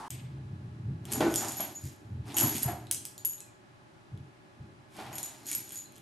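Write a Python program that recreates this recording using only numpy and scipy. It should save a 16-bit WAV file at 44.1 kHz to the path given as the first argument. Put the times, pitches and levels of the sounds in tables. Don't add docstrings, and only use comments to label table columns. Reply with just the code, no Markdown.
import sys
import numpy as np
from scipy import signal
from scipy.fft import rfft, irfft, next_fast_len
from scipy.io import wavfile
from scipy.ndimage import map_coordinates

SR = 44100
rng = np.random.default_rng(int(sys.argv[2]) if len(sys.argv) > 2 else 0)


def linear_from_db(decibels):
    return 10 ** (np.asarray(decibels, float) / 20)


def generate_wav(signal):
    frames = np.transpose(np.atleast_2d(signal))
    scaled = np.clip(frames, -1, 1) * 32767
    pcm = np.round(scaled).astype(np.int16)
    wavfile.write(sys.argv[1], SR, pcm)


N = 265437


def unit(x):
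    return x / np.sqrt(np.mean(x ** 2) + 1e-20)


def along(points, hz):
    point_hz, value = np.transpose(points)
    return np.interp(np.log(hz + 1), np.log(point_hz + 1), value)


def wobble(rate, count=64):
    at = np.arange(0, N + count, count)
    knots = rng.standard_normal(int(N * rate / SR) + 4)
    return np.interp(np.arange(N), at, map_coordinates(knots, [at * rate / SR]))


def filtered(x, response):
    size = next_fast_len(N + SR // 2)
    hz = np.fft.rfftfreq(size, 1 / SR)
    return irfft(rfft(x, size) * response(hz), size)[..., :N]


def modes(peaks):
    def response(f):
        total = 0
        for k, (hz, width, db) in enumerate(peaks):
            loss = 1j * f * width
            total = total + (-1) ** k * linear_from_db(db) * loss / (hz * hz - f * f + loss)
        return total
    return response


def shaped(spectrum):
    return lambda hz: linear_from_db(along(spectrum, hz))


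def spread(pair, response, alike):
    def mix(hz):
        turn = np.arccos(np.clip(along(alike, hz), -1, 1)) / 2
        return response(hz) * [np.cos(turn), np.sin(turn)]
    mid, side = filtered(pair, mix)
    return np.array([mid + side, mid - side])


# pitch in Hz, likeness from -1 to 1.
BED_LIKENESS = [(60, 1), (240, 1), (950, 0.83), (3770, 0.61), (15000, 0.67)]


def rush(response, alike=BED_LIKENESS):
    return unit(spread(rng.standard_normal((2, N)), response, alike))


def swells(rows, lift=0):
    t = np.arange(0, N + 32, 32) / SR
    power = 0
    for row in rows:
        peak_s, level_db, rise_s, fall_s = row[:4]
        away = np.maximum((peak_s - t) / rise_s, (t - peak_s) / fall_s)
        steep = away + 0.16 * away ** 3
        power = power + linear_from_db(2 * (level_db + lift * row[-1] - 20 * np.minimum(steep, 6)))
    return np.interp(np.arange(N) / SR, t, 10 * np.log10(power + 1e-14))


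# pitch in Hz, level in dB per Hz.
AIR_COLOUR = [(15, -52.5), (25, -15.5), (90, -13), (108, 0), (130, -7), (144, -0.5), (257, -12.5),
              (380, -5.5), (494, -22.5), (548, -2.5), (750, -42), (833, -31.5), (1030, -9.5), (1730, -16.5),
              (13000, -39)]
# pitch in Hz, likeness from -1 to 1.
AIR_LIKENESS = [(60, 0.78), (240, -0.087), (950, -0.89), (3770, 0.075), (15000, 0.56)]
# pitch in Hz, rms level in dB.
MACHINE_TONES = [(118.4, -69), (376.8, -70), (608.3, -74.5), (845.2, -74), (1685, -78.5), (2530, -85.5),
                 (3957, -86)]


def air():
    t = np.arange(N) / SR
    swell, drift = linear_from_db(1.4 * wobble(12)), 0.81 * wobble(15)
    hum = sum(linear_from_db(db + 3) * np.sin(2 * np.pi * hz * t + drift) for hz, db in MACHINE_TONES)
    return linear_from_db(-64 + 5) * rush(shaped(AIR_COLOUR), AIR_LIKENESS) + swell * hum


# pitch in Hz, level in dB per Hz.
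EARLY_COLOUR = [(24, -53), (40, -16), (363, -12), (499, -21), (878, -1.5), (2340, -25), (10700, -33),
                (14000, -46)]


def early_rustle():
    return linear_from_db(-43.5 + 1.5 * wobble(39)) * rush(shaped(EARLY_COLOUR))


# pitch in Hz, width in Hz, level in dB.
MATTRESS_MODES = [(89, 45.5, -2.5), (129.2, 34.3, 1.5), (200.4, 79, -7)]
# pitch in Hz, width in Hz, level in dB.
QUILT_MODES = [(214, 87, -1), (327, 89, 2), (439.7, 61, -3)]
# pitch in Hz, level in dB per Hz.
CLOTH_COLOUR = [(400, -40.5), (540, -9.5), (780, -2), (1200, -12.5), (1700, -14), (3200, -24),
                (4800, -29.5), (9000, -46.5), (14000, -69)]
# peak in seconds, level in dB, rise in seconds, fall in seconds per 20 dB.
WEIGHT_SHIFTS = [(.19, -43.5, 0.17, 2), (.55, -41, 0.99, 0.5), (.9, -32.5, 0.14, 0.21),
                 (1.15, -44.5, 0.55, 0.7), (1.37, -40.5, 0.14, 0.05), (1.86, -41.5, 0.064, 0.1),
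                 (2.15, -36, 0.16, 0.27), (2.455, -32, 0.096, 0.1), (2.57, -39, .08, 0.05),
                 (2.7, -34.5, 0.085, 0.1747), (2.82, -49.5, .1, 0.4), (4.145, -38.5, 0.038, 0.15),
                 (4.62, -44, 0.056, 0.22), (5.1, -49.5, 0.17, 0.25), (5.57, -53, 0.14, .17),
                 (6.01, -63, .2, 2)]
# peak in seconds, level in dB, rise in seconds, fall in seconds per 20 dB,
# cloth over quilt in dB.
COVER_DRAGS = [(.11, -65, .02, 2, -3), (1.15, -40.5, .13, 0.32, -5.5), (1.22, -35, 0.026, 0.15, 4),
               (1.285, -31, 0.19, 0.0471, -17.5), (1.44, -43, 0.17, 0.29, 2),
               (1.605, -44.5, 0.019, 0.19, 1), (2.285, -47.5, 0.052, 0.23, -4),
               (2.42, -34.5, 0.089, 0.237, -4.5), (2.58, -46.5, .1, 0.04, -8),
               (2.69, -42.5, 0.096, 0.1457, 3.5), (2.82, -55, .08, 0.2, -2), (5.0, -47, 0.059, 0.32, 2.5),
               (5.12, -57.5, 0.061, 0.56, 7), (5.42, -55.5, 0.045, 0.8, -12)]
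BED_REST_DB = [-67.5, -67.5, -67.5]


def bed():
    def together(*levels):
        return 10 * np.log10(sum(linear_from_db(2 * db) for db in levels))
    weight_db = swells(WEIGHT_SHIFTS)
    pressed_db = -58.5 + 0.35 * (weight_db + 45)
    mattress_db = together(weight_db, BED_REST_DB[0])
    quilt_db = together(swells(COVER_DRAGS), pressed_db, BED_REST_DB[1])
    cloth_db = together(swells(COVER_DRAGS, lift=0.9), BED_REST_DB[2])
    lump = wobble(14)
    boom = linear_from_db(mattress_db - 0.5 + 1.5 * lump) * rush(lambda f: modes(MATTRESS_MODES)(f) ** 2)
    thud_db = quilt_db + 0.41 * lump + 1.4 * wobble(25)
    thud = linear_from_db(thud_db) * rush(lambda f: modes(QUILT_MODES)(f) ** 2)
    rustle = linear_from_db(cloth_db + 0.59 * wobble(40)) * rush(shaped(CLOTH_COLOUR))
    return boom + thud + rustle


# start in seconds, peak in dB, pitch in Hz, time to fade 60 dB in seconds.
LANDINGS = [
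    (1.837, -29, 96, 0.1),
    (2.409, -29, 275, .04),
    (2.436, -26.5, 260, 0.048),
    (2.454, -27, 300, .04),
    (2.474, -28, 247, .05),
    (2.55, -32, 253, .05),
    (2.617, -33.5, 280, .05),
    (2.656, -19.5, 125, 0.08),
    (4.123, -35.5, 126.5, .11),
    (4.599, -42, 80.7, 0.1),
]


def thumps():
    out, t = np.zeros(N + SR), np.arange(SR // 3) / SR
    for s, db, hz, t60 in LANDINGS:
        onset = 1 - np.exp(-t * hz / 0.8)
        swing = linear_from_db(db + 4.0 - 60 * t / t60) * onset * np.sin(2 * np.pi * hz * t)
        out[round(s * SR):][:len(t)] += swing
    return out[:N]


# peak in seconds, level in dB, rise in seconds, fall in seconds per 20 dB.
CLAW_SCUFFS = [
    (.11, -54, 0.0085, 0.3),
    (1.09, -56, 0.043, 0.3),
    (1.23, -55, 0.044, .3),
    (1.62, -51, .02, 0.17),
    (1.9, -67.5, .15, .2),
    (2.3, -55, .08, 0.6),
    (2.57, -44.5, .05, 0.05),
    (5.0, -54.5, 0.097, 0.64),
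    (5.53, -55, 0.052, 0),
    (5.9, -72, .15, -5.5),
]
# pitch in Hz, level in dB per Hz.
WEAVE_COLOUR = [(1200, -30), (2000, -3.5), (2400, 0), (3400, -2.5), (5000, -8.5), (8000, -29.5)]
# start in seconds, length in seconds, first pitch in Hz, last pitch in Hz, level in dB.
NOSE_WHISTLE = (3.39, .13, 2680, 2330, -73)


def claws():
    s, length, from_hz, to_hz, db = NOSE_WHISTLE
    u = np.clip((np.arange(N) / SR - s) / length, 0, 1)
    phase = 2 * np.pi * np.cumsum(from_hz + (to_hz - from_hz) * u) / SR
    whistle = linear_from_db(db + 3.5 + 2.5 * wobble(39.9)) * np.sin(np.pi * u) ** 0.6 * np.sin(phase)
    return linear_from_db(swells(CLAW_SCUFFS) + 1.8 * wobble(45)) * rush(shaped(WEAVE_COLOUR)) + whistle


# pitch in Hz, width in Hz, level in dB.
LOOP_MODES = [(4080, 260, 0), (4270, 300, -3)]
# peak in seconds, level in dB, rise in seconds, fall in seconds per 20 dB.
LOOP_NUDGES = [
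    (1.1, -52, .01, .03),
    (2.875, -62, .005, .06),
    (2.98, -61, .04, .2),
    (3.183, -58, .004, .06),
    (3.385, -67, .005, .2),
    (5.46, -60, .03, .1),
    (5.7, -62, .02, .2),
    (5.86, -59, .012, .08),
    (5.2, -59, .04, .12),
    (5.93, -65, .02, .15),
]


def loop():
    flutter_db = 2.5 * wobble(40) - 2
    return linear_from_db(swells(LOOP_NUDGES) + flutter_db) * rush(lambda f: modes(LOOP_MODES)(f) ** 2)


# start
# in seconds, rms level in dB, pitch in Hz, time to fade 60 dB in seconds.
COVER_PATS = [(1.085, -55, 818, .1), (1.158, -43, 800, 0.046), (1.206, -26, 340, .45),
              (1.206, -32, 756, 0.28), (1.207, -43, 1490, .25), (1.207, -44, 2480, 0.23),
              (1.42, -38, 774, 0.19), (1.598, -39, 720, 0.14), (1.6, -49, 3300, 0.17),
              (2.344, -41.5, 830, 0.093), (2.44, -38.5, 900, .12), (2.68, -39, 750, .3),
              (2.911, -44, 1700, 0.034), (4.99, -45.5, 776, 0.36), (4.99, -59, 2250, .4),
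              (4.99, -60, 3450, .2), (5.11, -51, 820, .15), (5.13, -56, 2300, .3), (5.516, -49, 2300, .2)]


def pats():
    out, t = np.zeros(N + SR), np.arange(SR // 2) / SR
    f = np.fft.rfftfreq(len(t), 1 / SR)
    for s, db, hz, t60 in COVER_PATS:
        band = modes([(hz, 0.14 * hz, 0)])(f)
        front = 1 + 2.25 * linear_from_db(-60 * t / 0.0055)
        puff = rng.standard_normal(len(t)) * linear_from_db(-60 * t / t60) * front
        hollow = irfft(rfft(puff) * band, len(t)) / np.sqrt(np.mean(np.abs(band) ** 2))
        out[round(s * SR):][:len(t)] += linear_from_db(db) * hollow
    return out[:N]


# start in seconds, peak in dB, time to fade 60 dB in seconds.
PAW_SLAPS = [
    (1.205, -20.5, 0.53),
    (1.597, -34, 0.12),
    (2.43, -33, 0.17),
    (4.98, -40.5, 0.25),
]
# pitch in Hz, width in Hz, level in dB.
SLAP_MODES = [(279, 320, 2.5), (691, 160, -2.5), (1345, 37, -5), (1512, 17.5, 1.5)]


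def paws():
    push, t = np.zeros(N + SR), np.arange(SR // 2) / SR
    for s, db, t60 in PAW_SLAPS:
        front = 1 + 5 * linear_from_db(-60 * t / 0.0063)
        flutter = linear_from_db(db + 4.5 - 60 * t / t60) * rng.standard_normal(len(t)) * front
        push[round(s * SR + 70):][:len(t)] += flutter

    def covers(f):
        notch = 1 - modes([(500, 130, 0)])(f)
        return modes(SLAP_MODES)(f) * notch / (1 + 1j * f / 2500)
    return filtered(push[:N], covers)


# pitch in Hz, level in dB, time to fade 60 dB in seconds.
SMALL_TAG = [(11400, 3, 0.12), (11480, 1, 0.12), (11350, -2, 0.07), (11440, -4, .18)]
# pitch in Hz, level in dB, time to fade 60 dB in seconds.
LARGE_TAG = [(6860, -3.5, 0.22), (6980, -1, 0.11), (6610, -5.5, 0.079)]
# pitch in Hz, level in dB per Hz.
LINK_COLOUR = [(900, -38), (1500, -13), (3200, -13.5), (5000, -10.5), (8000, -11.5), (11000, -12.5),
               (15000, -17.5), (17000, -41.5)]
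# peak in seconds, level in dB, rise in seconds, fall in seconds per 20 dB,
# hum of the tags over the rattle in dB.
COLLAR_SHAKES = [(1.056, -61, 0.019, 0.8, -21.5), (1.124, -41.5, .03, 0.14, -18),
                 (1.18, -52.5, .05, 0.59, -5.5), (1.325, -48, 0.19, 0.06, -5.5),
                 (1.38, -41, .025, 0.46, -9), (1.59, -50, 0.057, 0.1547, 3), (1.87, -54.5, .15, 0.14, -7),
                 (2.28, -56, .045, 0.6, -25), (2.372, -34.5, 0.015, 0.3347, -5.5),
                 (2.55, -43.5, .12, 0.09, -5), (2.635, -42, .1, 0.03, -9), (4.97, -54.5, 0.074, .3, -19),
                 (5.2, -53.5, 0.2, .5, -19), (5.42, -62, .06, 0, -10), (5.49, -43, 0.044, 0.2, -3.5),
                 (5.75, -52.5, 0.19, 0.17, -4), (5.98, -62, .1, 0, -14)]


def rattle():
    level_db, hum_db = swells(COLLAR_SHAKES), swells(COLLAR_SHAKES, lift=1)
    touched = rng.random(N) < 2500 / SR
    strength = linear_from_db(2.4 * np.minimum(rng.exponential(size=N), 2.2))
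    ticks = unit(touched * strength * rng.standard_normal(N))
    links = unit(filtered(ticks + 0.55 * rng.standard_normal(N), shaped(LINK_COLOUR)))

    def bell(tag):
        return unit(filtered(ticks, modes([(hz, 6 / t60, db) for hz, db, t60 in tag])))
    hum = linear_from_db(4.5) * bell(SMALL_TAG) + linear_from_db(5.5) * bell(LARGE_TAG)
    return linear_from_db(level_db + 2.5) * links + linear_from_db(hum_db) * hum


# start in seconds, click peak in dB, small tag ring in dB, large tag ring in dB.
TAG_STRIKES = [(0.1055, -23.5, -43, -54), (1.1197, -25, -37, -41), (1.1251, -19, -45, -48),
               (1.1352, -18, -31, -39.5), (1.352, -23, -45, -44.5), (1.3588, -12.5, -28.5, -25.5),
               (1.4093, -23, -39.5, -50), (1.4842, -22.5, -39, -29.5), (1.569, -40, -37.5, -42),
               (1.6052, -23.5, -26.5, -37.5), (1.6264, -39, -34, -62), (1.7511, -44, -44, -36),
               (2.3439, -28.5, -57.5, -36), (2.3678, -19.5, -26, -46), (2.4006, -17.5, -23.5, -48),
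               (2.4103, -22, -19, -40), (2.431, -24, -21, -38), (2.47, -32, -28, -39),
               (2.4931, -28, -32, -46), (2.5531, -24.5, -36, -39.5), (2.6303, -19, -19, -40.5),
               (2.9124, -11, -48.5, -50), (3.0532, -22.5, -48, -60), (3.1797, -32, -48, -42),
               (3.2492, -22, -24, -28), (3.295, -50, -36, -38), (3.3335, -31.5, -51, -40),
               (5.1297, -36, -45, -42.5), (5.155, -30.5, -38.5, -41), (5.183, -23.5, -38, -40),
               (5.2299, -22.5, -38, -32.5), (5.467, -27.5, -41, -43), (5.5153, -18.5, -44, -30.5),
               (5.5501, -21, -29, -57), (5.7215, -30.5, -40, -47), (5.757, -28.5, -52, -36),
               (5.7739, -32, -48, -34)]
# start in seconds, click peak in dB.
RING_TICKS = [(1.0537, -33.5), (1.1405, -28), (1.157, -32), (1.3412, -19.5), (1.4481, -27), (1.4265, -30),
              (1.509, -32), (1.5215, -26), (1.6173, -27), (1.84, -40), (1.8541, -35), (2.352, -34),
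              (2.3793, -19), (2.3846, -11.5), (2.395, -22), (2.558, -29), (2.5656, -27), (2.575, -30),
              (2.582, -22), (2.6258, -23.5), (2.9155, -19), (2.9251, -20), (2.9308, -26), (2.9467, -22),
              (3.0614, -32), (3.258, -27.5), (3.3816, -40), (3.405, -31), (5.1877, -32), (5.195, -38),
              (5.2598, -31), (5.269, -38), (5.458, -37), (5.476, -31), (5.4811, -32), (5.4875, -29),
              (5.53, -21.5), (5.5353, -24), (5.693, -31), (5.707, -33), (5.9223, -45), (5.9577, -44),
              (5.9636, -42), (5.9815, -43)]
# start in seconds, knock peak in dB, pitch in Hz.
BUCKLE_KNOCKS = [(1.0539, -35, 3300), (1.1198, -28, 3200), (1.1351, -30, 3500), (1.2088, -25, 3400),
                 (1.3412, -23, 3300), (1.3586, -26, 3600), (1.515, -35, 3500), (1.5325, -36, 4200),
                 (2.3223, -35, 3600), (2.3696, -19, 3200), (2.3785, -21, 3200), (2.3839, -18, 3100),
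                 (2.493, -28, 3100), (2.558, -30, 2900), (2.567, -29, 3100), (2.8698, -38, 3750),
                 (3.1795, -38, 4100), (3.2493, -29, 3400), (3.3334, -44, 3000), (3.3812, -43, 3500),
                 (4.1755, -47, 3300), (4.951, -49, 3300), (5.129, -40, 3100), (5.155, -42, 3000),
                 (5.183, -35, 4000), (5.2297, -33, 3300), (5.238, -34, 3800), (5.2598, -39, 4000),
                 (5.2786, -38, 3800), (5.55, -33, 3200), (5.593, -40, 4000), (5.677, -40.5, 3900),
                 (5.707, -40, 3300), (5.738, -43, 3700), (5.772, -41, 4000), (5.79, -42, 4100),
                 (5.9636, -46, 3400), (5.9815, -47, 3500)]


def contacts():
    usual_hz = 3300
    strikes = [(s, db, db - 13, usual_hz, small, large) for s, db, small, large in TAG_STRIKES]
    ticks = [(s, db, db - 17, usual_hz, db - 27.5, db - 37) for s, db in RING_TICKS]
    knocks = [(s, db - 10, db, hz, db - 34, db - 34) for s, db, hz in BUCKLE_KNOCKS]
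    return strikes + ticks + knocks


def ring(tag, t, luck):
    tone = 0
    for (hz, db, t60), (strength, bend, facing) in zip(tag, luck):
        side = hz / 21000 * facing * np.array([[1], [-1]])
        swing = np.sin(2 * np.pi * hz * (1 + 0.0025 * bend) * t + side)
        tone = tone + linear_from_db(db + 3.4 * strength - 60 * t / t60) * swing
    early = np.std(tone[:, :SR // 50])
    onset, ending = 1 - np.exp(-t / 0.0012), np.cos(np.pi / 2 * t / t[-1])
    return tone / (early + 0.2) * onset * ending


def click(t):
    hz = np.fft.rfftfreq(len(t), 1 / SR)
    colour_hz, floor_hz = 9300 * (1 + 0.055 * rng.standard_normal()), 1900
    burst = rng.standard_normal(len(t)) * (linear_from_db(-60 * t / 0.0025) + 0.2 * linear_from_db(-60 * t / 0.014))
    burst[0] = 3.2
    body = modes([(colour_hz, 1.15 * colour_hz, 0)])(hz) ** 2 / (1 + (hz / 12500) ** 6)
    small = modes([(floor_hz, 2 * floor_hz, 0)])(hz) * 1j * hz / floor_hz
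    sound = irfft(rfft(burst) * body * small, len(t))
    return sound / np.abs(sound).max()


def tags():
    out, t = np.zeros((2, N + SR)), np.arange(SR // 6) / SR
    short = t[:512]
    small_spin, large_spin = [np.pad(3.5 * np.minimum(wobble(90), 0.6), (0, SR)) for _ in range(2)]
    for s, click_db, knock_db, knock_hz, small_db, large_db in contacts():
        luck = rng.standard_normal((2, 4, 3))
        pan_db, bend = rng.normal(0, 1.0), rng.normal(0, 0.04)
        knock = -np.sin(2 * np.pi * knock_hz * (1 + bend) * short) * linear_from_db(-60 * short / 0.0045)
        at = slice(round(s * SR), round(s * SR) + len(t))
        sound = linear_from_db(small_db - 2.5 + small_spin[at]) * ring(SMALL_TAG, t, luck[0])
        sound += linear_from_db(large_db - 5.5 + large_spin[at]) * ring(LARGE_TAG, t, luck[1])
        sound[:, :len(short)] += linear_from_db(click_db + 3.0) * click(short) + linear_from_db(knock_db - 1.5) * knock
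        out[:, at] += sound * linear_from_db([[pan_db], [-pan_db]])
    return out[:, :N]


# pitch in Hz, time to fade 60 dB in seconds.
ROOM_FADE = [(200, 0.43), (3000, 0.45), (8000, 0.39), (14000, 0.23)]


def room(x, gap_s=0.003):
    out, part, length = np.zeros((2, N + SR)), SR // 2, SR // 3
    for start in range(0, N, part):
        hz, t, z = signal.stft(rng.standard_normal((2, length)), SR, nperseg=256)
        fade = linear_from_db(-60 * t / along(ROOM_FADE, hz)[:, None])
        tail = signal.istft(z * fade, SR, nperseg=256)[1]
        wet = signal.fftconvolve(x[None, start:start + part], tail / np.linalg.norm(tail[0]), axes=1)
        out[:, start + round(gap_s * SR):][:, :wet.shape[1]] += wet
    return spread(out[:, :N], np.ones_like, [(300, 1.0), (4000, 0.69), (11000, 0.31), (13000, 0.0031)])


# start in seconds, end in seconds.
SILENCE = (.0825, .1035)


def scene():
    strikes, links, slaps = tags(), rattle(), paws() + pats()
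    walls = room(linear_from_db(-2.5) * strikes.mean(0) + linear_from_db(-10.5) * links + linear_from_db(-4.5) * slaps)
    puppy = strikes + linear_from_db(-3) * links + slaps + bed() + thumps() + claws() + loop()
    after = puppy + walls + air()
    t = np.arange(N) / SR
    before = early_rustle() * np.clip((SILENCE[0] - t) / 0.0013, 0, 1)
    hiss = linear_from_db(-93.5) * rng.standard_normal((2, N))
    return before + after * (t > SILENCE[1]) + hiss


def open_treble(dry):
    hz, _, z = signal.stft(dry, SR, nperseg=1024)
    treble = z[:, (hz > 8000) & (hz < 10800)]
    treble_db = 10 * np.log10(np.sum(np.abs(treble) ** 2, axis=(0, 1)) / 2 + 1e-12)
    jump_db = np.clip(np.diff(treble_db, prepend=0) - 13.0, 0, 12)
    step = SR / 128
    wanted_hz = 12050 + 82 * (treble_db + 76) + 45 * jump_db
    top_hz = np.clip(step * np.round(wanted_hz / step), 12050, 16200)
    return signal.istft(z * (hz[:, None] < top_hz), SR, nperseg=1024)[1][:, :N]


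def roll_off(x):
    return signal.sosfilt(signal.butter(12, 16180, fs=SR, output="sos"), x)


def record(dry):
    mix = open_treble(dry)
    return roll_off(mix)


dry = scene()
out = record(dry)
generate_wav(out)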